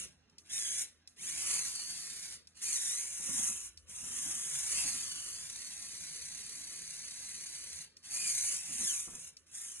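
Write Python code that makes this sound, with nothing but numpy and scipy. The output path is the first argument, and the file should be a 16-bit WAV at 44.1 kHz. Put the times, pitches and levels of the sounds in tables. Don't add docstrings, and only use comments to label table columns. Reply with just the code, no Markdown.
import sys
import numpy as np
from scipy import signal
from scipy.fft import rfft, irfft
from scipy.io import wavfile

SR = 44100
rng = np.random.default_rng(int(sys.argv[2]) if len(sys.argv) > 2 else 0)


def wav_out(sig):
    wavfile.write(sys.argv[1], SR, np.round(np.clip(np.atleast_2d(sig).T, -1, 1) * 32767).astype(np.int16))


N = 432180
T = np.arange(N) / SR
HZ = np.fft.rfftfreq(N, 1 / SR)

# (start [s], teeth fully engaged [s], time to bite [s], power cut [s],
# creep before the bite [dB], relative whirr [dB], right motor's speed over the left's [ratio],
# right motor's lag [s], relative tyre rumble [dB])
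MOTOR_RUNS = [(-0.2, -0.1, 0.05, 0.039, -16, 3, 1.35, 0.02, 6.5),
              (0.44, 0.536, 0.063, 0.82, -25.5, 0.7, 1.18, 0.0049, -2.5),
              (1.157, 1.23, 0.08, 2.347, -15.5, 1.4, 0.98, 0.06, 0),
              (2.545, 2.628, 0.03, 3.67, -19, -1, 1.09, 0.005, -4),
              (3.872, 3.925, 0.07, 7.828, -2, 0.8, 1.1, 0.05, 1),
              (8.024, 8.145, 0.09, 9.28, -14.5, -0.7, 1.03, 0.0093, -2),
              (9.459, 9.551, 0.063, 10.11, -15.5, -2.5, 0.95, 0.011, -6)]
# (time [s], left motor's tooth-meeting rate [Hz], relative effort [dB], relative whine [dB])
CLIMB_CURVES = [
    [(0, 1400, -41.5, -3)],
    [(0.53, 2058, -37, 4), (0.57, 1924, -35.5, 4.5), (0.61, 1728, -36, 4), (0.69, 1625, -37, 2.5),
     (0.77, 1698, -36, 0.5), (0.82, 1849, -34, -10)],
    [(1.17, 1152, -40.5, 12), (1.22, 1303, -40.5, 2), (1.27, 1718, -38, -5), (1.33, 2253, -39.5, 1),
     (1.38, 2544, -38.5, -5), (1.45, 2706, -36, -13), (1.54, 2305, -32, -6), (1.62, 2075, -37, -3),
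     (1.69, 1745, -38, -9), (1.79, 1392, -41, -7), (1.98, 1860, -42, -13), (2.33, 1833, -46, -13)],
    [(2.7, 2396, -35.5, -3), (2.77, 1899, -32.5, 4), (2.82, 1784, -36, 3.5), (2.89, 1802, -34, 2.5),
     (2.98, 2060, -37.5, 3.5), (3.08, 2416, -41.5, -28), (3.23, 1918, -38.5, -14), (3.36, 1847, -32.5, -2),
     (3.48, 1273, -31.5, -9), (3.6, 1381, -43.5, -5)],
    [(3.93, 1246, -44.5, -34), (4.18, 1594, -36.5, -12), (4.35, 1577, -37, -9), (4.55, 1727, -36.5, -7),
     (4.67, 1761, -36, -26), (4.78, 2725, -32, 0), (4.87, 2304, -35, -5), (5.02, 1697, -38.5, -2),
     (5.14, 1451, -40.5, 1.5), (5.3, 1409, -41, -10), (5.5, 1937, -45, -5), (7.8, 2026, -46, -2)],
    [(8.12, 2442, -34, -7), (8.2, 2470, -37, 4), (8.28, 2375, -32.5, 2.5), (8.33, 2117, -34, -7),
     (8.4, 2033, -34, -1), (8.47, 2172, -34.5, -4), (8.54, 2442, -35, -15), (8.63, 2665, -44, -33),
     (8.81, 2047, -34.5, -6), (8.88, 1655, -33, 9), (8.96, 1207, -34, -2), (9.1, 1149, -46, -7),
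     (9.24, 1348, -47, -3)],
    [(9.6, 1876, -43.5, -4), (9.7, 1631, -43, -6), (9.75, 1451, -46, 5), (9.8, 1376, -47.5, -1)],
]
# (frequency [Hz], level [dB])
WHIRR_COLOUR = [(100, -30), (200, -21.5), (400, -21.5), (800, -13.5), (1400, -11), (1950, -4.5), (2400, -2),
                (2900, -1), (3400, -3), (4000, -2), (4600, 1), (5400, -0.5), (7000, -29.5)]
# (frequency [Hz], level [dB])
RASP_COLOUR = [(2500, -31), (4300, -41), (5100, -16.5), (5600, -4.5), (6250, 4.5), (6900, 2.5), (7650, -3),
               (8500, 1.5), (9200, 2), (10100, 0.5), (10900, 5.5), (11600, -16), (12100, -46)]
# (multiple of the tooth rate [ratio], level [dB])
WHINE_OVERTONES = [(1, -6), (2, -8.5), (3, -11), (4, -14), (5, -15), (6, -17)]
# (frequency [Hz], level [dB])
GEARBOX_RESONANCE = [(1300, -1), (1950, 0), (2200, -2.5), (2500, 0), (3200, 2.5), (4000, 0.5), (4600, -2),
                     (5300, -1.5), (6400, -0.5), (8000, -5)]
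# (relative effort [dB], swing of loudness [dB])
FLUTTER_DEPTH = [(-45, 1.45), (-37, .7)]
# (time [s], gain [dB])
UPPER_EDGE = [(0.7, -12), (1.35, -6), (1.8, 12), (2.8, 0.5), (3.3, -19), (4.1, -38), (4.8, 5.5), (5.4, 6),
              (8.3, 4), (9.1, -14)]
# (time [s], gain [dB])
LOWER_EDGE = [(1.15, -9), (1.4, 4.5), (1.6, 8.5), (1.9, 0.5), (2.9, -1.5), (3.3, 6), (3.8, 2), (4.3, 2.5),
              (5.1, 5), (5.6, 2.5), (9.1, -0.5)]
# (time [s], relative level [dB])
SLACK_SNAPS = [(0.298, -65), (0.3834, -47), (1.0751, -46.5), (2.4727, -49.5), (3.7744, -46.5), (7.969, -49),
               (9.369, -47)]
# (frequency [Hz], level [dB])
SNAP_SPECTRUM = [(300, -57), (1200, -34), (2200, -12), (3200, -9), (4200, -1), (5400, 8.5), (6500, -4),
                 (7800, -4.5), (9200, -11), (10800, -5.5), (12500, -11)]
# (time [s], level [dB], time to fall 60 dB [s])
CHASSIS_BUMPS = [(3.185, -54.5, 0.37), (3.279, -46.5, 0.25), (3.325, -56, 0.21), (3.375, -52, 0.42),
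                 (3.485, -47, 0.12), (4.02, -58.5, 1), (4.249, -54.5, 0.45), (4.72, -56, 0.21),
                 (4.828, -47, 0.26), (4.93, -56.5, 0.39), (8.68, -55.5, 0.57), (8.789, -50, 0.24),
                 (9.068, -47, 0.19), (9.125, -52, 0.25)]
# (frequency [Hz], level [dB])
BUMP_SPECTRUM = [(25, -13), (70, -5.5), (170, -1), (260, -2), (400, -14), (800, -17), (2000, -19.5),
                 (5000, -67)]
# (frequency [Hz], level [dB])
TYRE_SPECTRUM = [(20, -41), (45, -6.5), (70, 3.5), (110, -4.5), (160, 2.5), (270, -6), (450, -11.5),
                 (1000, -18), (3000, -34)]
# (time [s], level [dB])
FEET_LEVEL = [(3.1, -101), (3.6, -66.5), (4.05, -71), (4.5, -79), (5.3, -67), (5.6, -99)]
# (frequency [Hz], level [dB])
FLOOR_SPECTRUM = [(20, -22), (45, 7), (80, 10), (130, -22), (400, -36), (2000, -77)]
# (frequency [Hz], level [dB])
AIR_SPECTRUM = [(20, -10), (45, 0), (80, -11), (130, -15), (300, -1.5), (500, -2), (850, -17), (1200, -8.5),
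                (1650, -5), (2200, -16), (4000, -58), (6000, -8), (11000, -65.5)]
# (frequency [Hz], level [dB])
HUM_TONES = [(82, -79.5), (164, -87.5), (247, -88)]
# (frequency [Hz], lead of left over right [rad])
LEFT_LEAD = [(2000, 0), (2550, -1), (3000, -2.7), (3700, -3.6), (4450, -4.3), (4950, -3.2), (5600, -3.1),
             (6200, -1.9), (6800, -1.05), (7400, 0), (9500, 0), (10400, 1.4), (11300, 3.1)]
# (frequency [Hz], likeness [0-1])
PAIR_LIKENESS = [(120, .92), (600, .45), (1300, .78), (2000, .8), (2600, .45), (4000, .45), (5200, .98),
                 (6000, .72), (6900, .72), (7600, .98), (9300, .98), (10100, .5), (10900, .7),
                 (11400, .995)]
# (frequency [Hz], left minus right [dB])
PAIR_BALANCE = [(50, 0.5), (220, -4), (700, 0), (2000, -0.5), (3400, -2.5), (4800, 0)]

EASY_DB, EASY_HZ = -37, 2000
WHIRR_DB, WHIRR_PER_DB, WHIRR_PER_OCTAVE_DB, IDLE_DB = -50, 0.68, 2.5, -75.5
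CREEP_RISE_S, SPIN_UP_S, START_SHARE = 0.028, 0.04, 0.6
RASP_FALL_DB_PER_S, RASP_TAIL_DB, COAST_DB_PER_S = 443, -10, 221
TEETH_PER_TURN = 59
TOOTH_LIKENESS = 0.26
SPEED_WAVER, WHINE_SMEAR = 0.006, 0.55
WHINE_DIRECT = 0.7
UPPER_HZ, UPPER_WIDTH_HZ = 4550, 370
LOWER_HZ, LOWER_WIDTH_HZ = 1130, 240
EDGE_HZ = 12200


def amp(db):
    return np.exp(np.asarray(db) * np.log(10) / 20)


def evened(x):
    return x / np.sqrt(np.mean(x ** 2) + 1e-20)


def read(points):
    f, value = np.transpose(points)
    return np.interp(np.log(HZ + 1), np.log(f + 1), value)


def curve(rows, axis=1):
    rows = np.array(rows)
    return np.interp(T, rows[:, 0], rows[:, axis])


def per_run(axis):
    rows = np.array(MOTOR_RUNS)
    run = np.maximum(np.searchsorted(rows[:, 0], T) - 1, 0)
    return rows[run, axis]


def ramp(start, length):
    return np.clip((T - start) / length, 0, 1)


def colour(x, points):
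    return irfft(rfft(x) * evened(amp(read(points))), N)


def noise(points):
    return colour(rng.standard_normal(N), points)


def wander(hz):
    slow_hz = HZ[HZ < 1500]
    spectrum = rng.standard_normal(len(slow_hz)) + 1j * rng.standard_normal(len(slow_hz))
    return evened(irfft(spectrum / (1 + (slow_hz / hz) ** 4), N))


def swell(x, levels, hz, width_hz):
    band = irfft(rfft(x) * np.exp(-((HZ - hz) / width_hz) ** 2), N)
    return (amp(curve(levels)) - 1) * band


def echoes(t60, delay):
    t = T[:SR // 2]
    sparse = rng.random(len(t)) < 1 / 8
    taps = rng.standard_normal(len(t)) * sparse * amp(-60 * t / t60) * (t > delay)
    return rfft(taps / np.linalg.norm(taps), N)


def drifting_echoes(spectrum, t60, delay, count=5):
    total = 0
    for hz in np.geomspace(1.3, 9, count):
        fade = np.cos(2 * np.pi * (hz * T + rng.random()))
        total = total + irfft(spectrum * echoes(t60, delay), N) * fade
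    return total * np.sqrt(2 / count)


def drive():
    speed, effort_db, whine_db = np.full(N, 1. * EASY_HZ), np.full(N, 1. * EASY_DB), np.zeros(N)
    rasp, whirr = 0, amp(IDLE_DB)
    for run, climb in zip(MOTOR_RUNS, CLIMB_CURVES):
        start, engaged, bite_s, cut, creep_db, whirr_db = run[:6]
        bite = engaged - bite_s
        since_cut = np.maximum(T - cut, 0)

        spin_up = 1 - (1 - START_SHARE) * np.exp(-np.maximum(T - bite, 0) / SPIN_UP_S)
        hz = curve(climb, axis=1) * spin_up
        db = curve(climb, axis=2)

        creep = amp(creep_db) * ramp(start, CREEP_RISE_S)
        attack = np.maximum(creep, ramp(bite, bite_s) ** 2)
        coast = amp(-COAST_DB_PER_S * since_cut)
        rasp_fall = np.maximum(amp(-RASP_FALL_DB_PER_S * since_cut), amp(RASP_TAIL_DB) * coast)
        rasp = rasp + amp(db) * attack * rasp_fall

        level_db = WHIRR_DB + whirr_db + WHIRR_PER_DB * (db - EASY_DB)
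        level_db = level_db + WHIRR_PER_OCTAVE_DB * np.log2(hz / EASY_HZ)
        whirr = np.hypot(whirr, amp(level_db) * np.sqrt(attack) * coast)

        speed = np.where(T > start, hz, speed)
        effort_db = np.where(T > start, db, effort_db)
        whine_db = np.where(T > start, curve(climb, axis=3), whine_db)
    return speed, effort_db, whine_db, rasp, whirr


def right_speed(speed):
    return per_run(axis=6) * np.interp(T - per_run(axis=7), T, speed)


def motor(speed, uneven_db=4.0, lurch_db=1.18, scrape=0.86):
    mesh_hz = speed * (1 + SPEED_WAVER * wander(45))
    teeth = np.cumsum(mesh_hz) / SR
    force = amp(uneven_db * np.clip(rng.standard_normal(N), -2, 2)) * rng.choice([-1, 1], N)
    strikes = np.diff(np.floor(teeth), prepend=0) * force
    rasp = evened(strikes) + scrape * rng.standard_normal(N)
    one_tooth_ago = np.interp(T - 1 / mesh_hz, T, rasp)
    rasp = evened(rasp + TOOTH_LIKENESS * one_tooth_ago)

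    load = 1 / (1 + (speed / 2300) ** 14)
    whine = 0
    for k, db in WHINE_OVERTONES:
        balance = 1 - 0.68 * load if k == 1 else 0.25 + 0.75 * load
        smear = 1 + WHINE_SMEAR * wander(60 + 22 * k)
        whine = whine + amp(db) * balance * np.cos(2 * np.pi * k * teeth) * smear
    return np.array([rasp, whine]) * amp(lurch_db * wander(59))


def flutter(speed, effort_db):
    turns = np.cumsum(speed * (1 + 0.025 * wander(6))) / SR / TEETH_PER_TURN
    turn = 2 * np.pi * turns
    press = np.cos(turn) + 0.4 * np.cos(2 * turn) + 0.35 * np.cos(3 * turn) + 0.3 * np.cos(4 * turn)
    depth_db = np.interp(effort_db, *np.transpose(FLUTTER_DEPTH))
    return amp(depth_db * evened(press) * (1 + 0.25 * wander(12)))


def gearboxes(speed, effort_db, whine_db, rasp, whirr, rasp_db=-1.68, right_db=-5, right_whine_db=-2):
    left = motor(speed)
    right = amp(right_db) * motor(right_speed(speed))
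    grinding = left[0] + right[0]

    powered = np.clip((20 * np.log10(whirr) + 65) / 12, 0, 1)
    whine = powered * amp(whine_db) * (left[1] + amp(right_whine_db) * right[1])
    whine = irfft(rfft(whine) * amp(read(GEARBOX_RESONANCE)), N)

    gears = np.array([grinding, whine]) / np.std(grinding)
    press = flutter(speed, effort_db)
    housing = colour(gears, WHIRR_COLOUR)
    housing = housing + swell(housing, UPPER_EDGE, UPPER_HZ, UPPER_WIDTH_HZ) \
        + swell(housing, LOWER_EDGE, LOWER_HZ, LOWER_WIDTH_HZ)
    rasping = amp(rasp_db) * rasp * press * colour(gears, RASP_COLOUR)
    return rasping + whirr * np.sqrt(press) * housing


def snaps(level_db=20, rattle_db=-8, rattle_t60=0.32):
    knocks = np.zeros(N)
    for s, db in SLACK_SNAPS:
        knocks[round(s * SR)] += amp(db + level_db)
    clatter = irfft(rfft(knocks) * echoes(t60=0.018, delay=0.001), N)
    rattle = irfft(rfft(knocks) * echoes(rattle_t60, delay=0.008), N)
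    return colour(knocks + clatter, SNAP_SPECTRUM) + amp(rattle_db) * colour(rattle, RASP_COLOUR)


def cushions(whirr, rolling_db=-42, rise_s=0.015, lumpy_db=0.9):
    blows = 0
    for s, db, t60 in CHASSIS_BUMPS:
        blows = blows + amp(db - 60 * np.maximum(T - s, 0) / t60) * ramp(s, rise_s)
    rolling = np.sqrt(whirr) * amp(rolling_db + per_run(axis=8) + lumpy_db * wander(19))
    return blows * noise(BUMP_SPECTRUM) + rolling * noise(TYRE_SPECTRUM)


def floorboards():
    return amp(curve(FEET_LEVEL)) * noise(FLOOR_SPECTRUM)


def still_room(air_db=-78, drift_rad=0.91):
    hum = 0
    for hz, db in HUM_TONES:
        phase = 2 * np.pi * hz * T + drift_rad * wander(7.4)
        hum = hum + amp(db) * np.sqrt(2) * np.sin(phase)
    return amp(air_db) * noise(AIR_SPECTRUM) + hum


def microphones(x, whine, near_t60=0.032, room_t60=0.14, room_db=-13):
    alike = np.clip(read(PAIR_LIKENESS), 0, 1)
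    whine_alike = WHINE_DIRECT + (1 - WHINE_DIRECT) * alike
    room = drifting_echoes(rfft(x + whine), room_t60, delay=0.008, count=3)
    heard = rfft(x + amp(room_db) * room)
    tone = rfft(whine)
    direct = heard * np.sqrt(alike) + tone * np.sqrt(whine_alike)
    scattered = heard * np.sqrt(1 - alike) + tone * np.sqrt(1 - whine_alike)
    ports = []
    for side in (1, -1):
        gain = amp(side * read(PAIR_BALANCE) / 2)
        shift = np.exp(side * 1j * read(LEFT_LEAD) / 2)
        near = drifting_echoes(gain * scattered, near_t60, delay=0.001)
        ports.append(irfft(gain * direct * shift, N) + near)
    return np.array(ports)


def scene():
    speed, effort_db, whine_db, rasp, whirr = drive()
    grinding, whine = gearboxes(speed, effort_db, whine_db, rasp, whirr)
    sources = grinding + snaps() + cushions(whirr) + floorboards() + still_room()
    return microphones(sources, whine)


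def record(dry):
    low_pass = signal.firwin(255, EDGE_HZ, window=("kaiser", 8), fs=SR)
    return signal.oaconvolve(dry, low_pass[None], "same")


dry = scene()
out = record(dry)
wav_out(out)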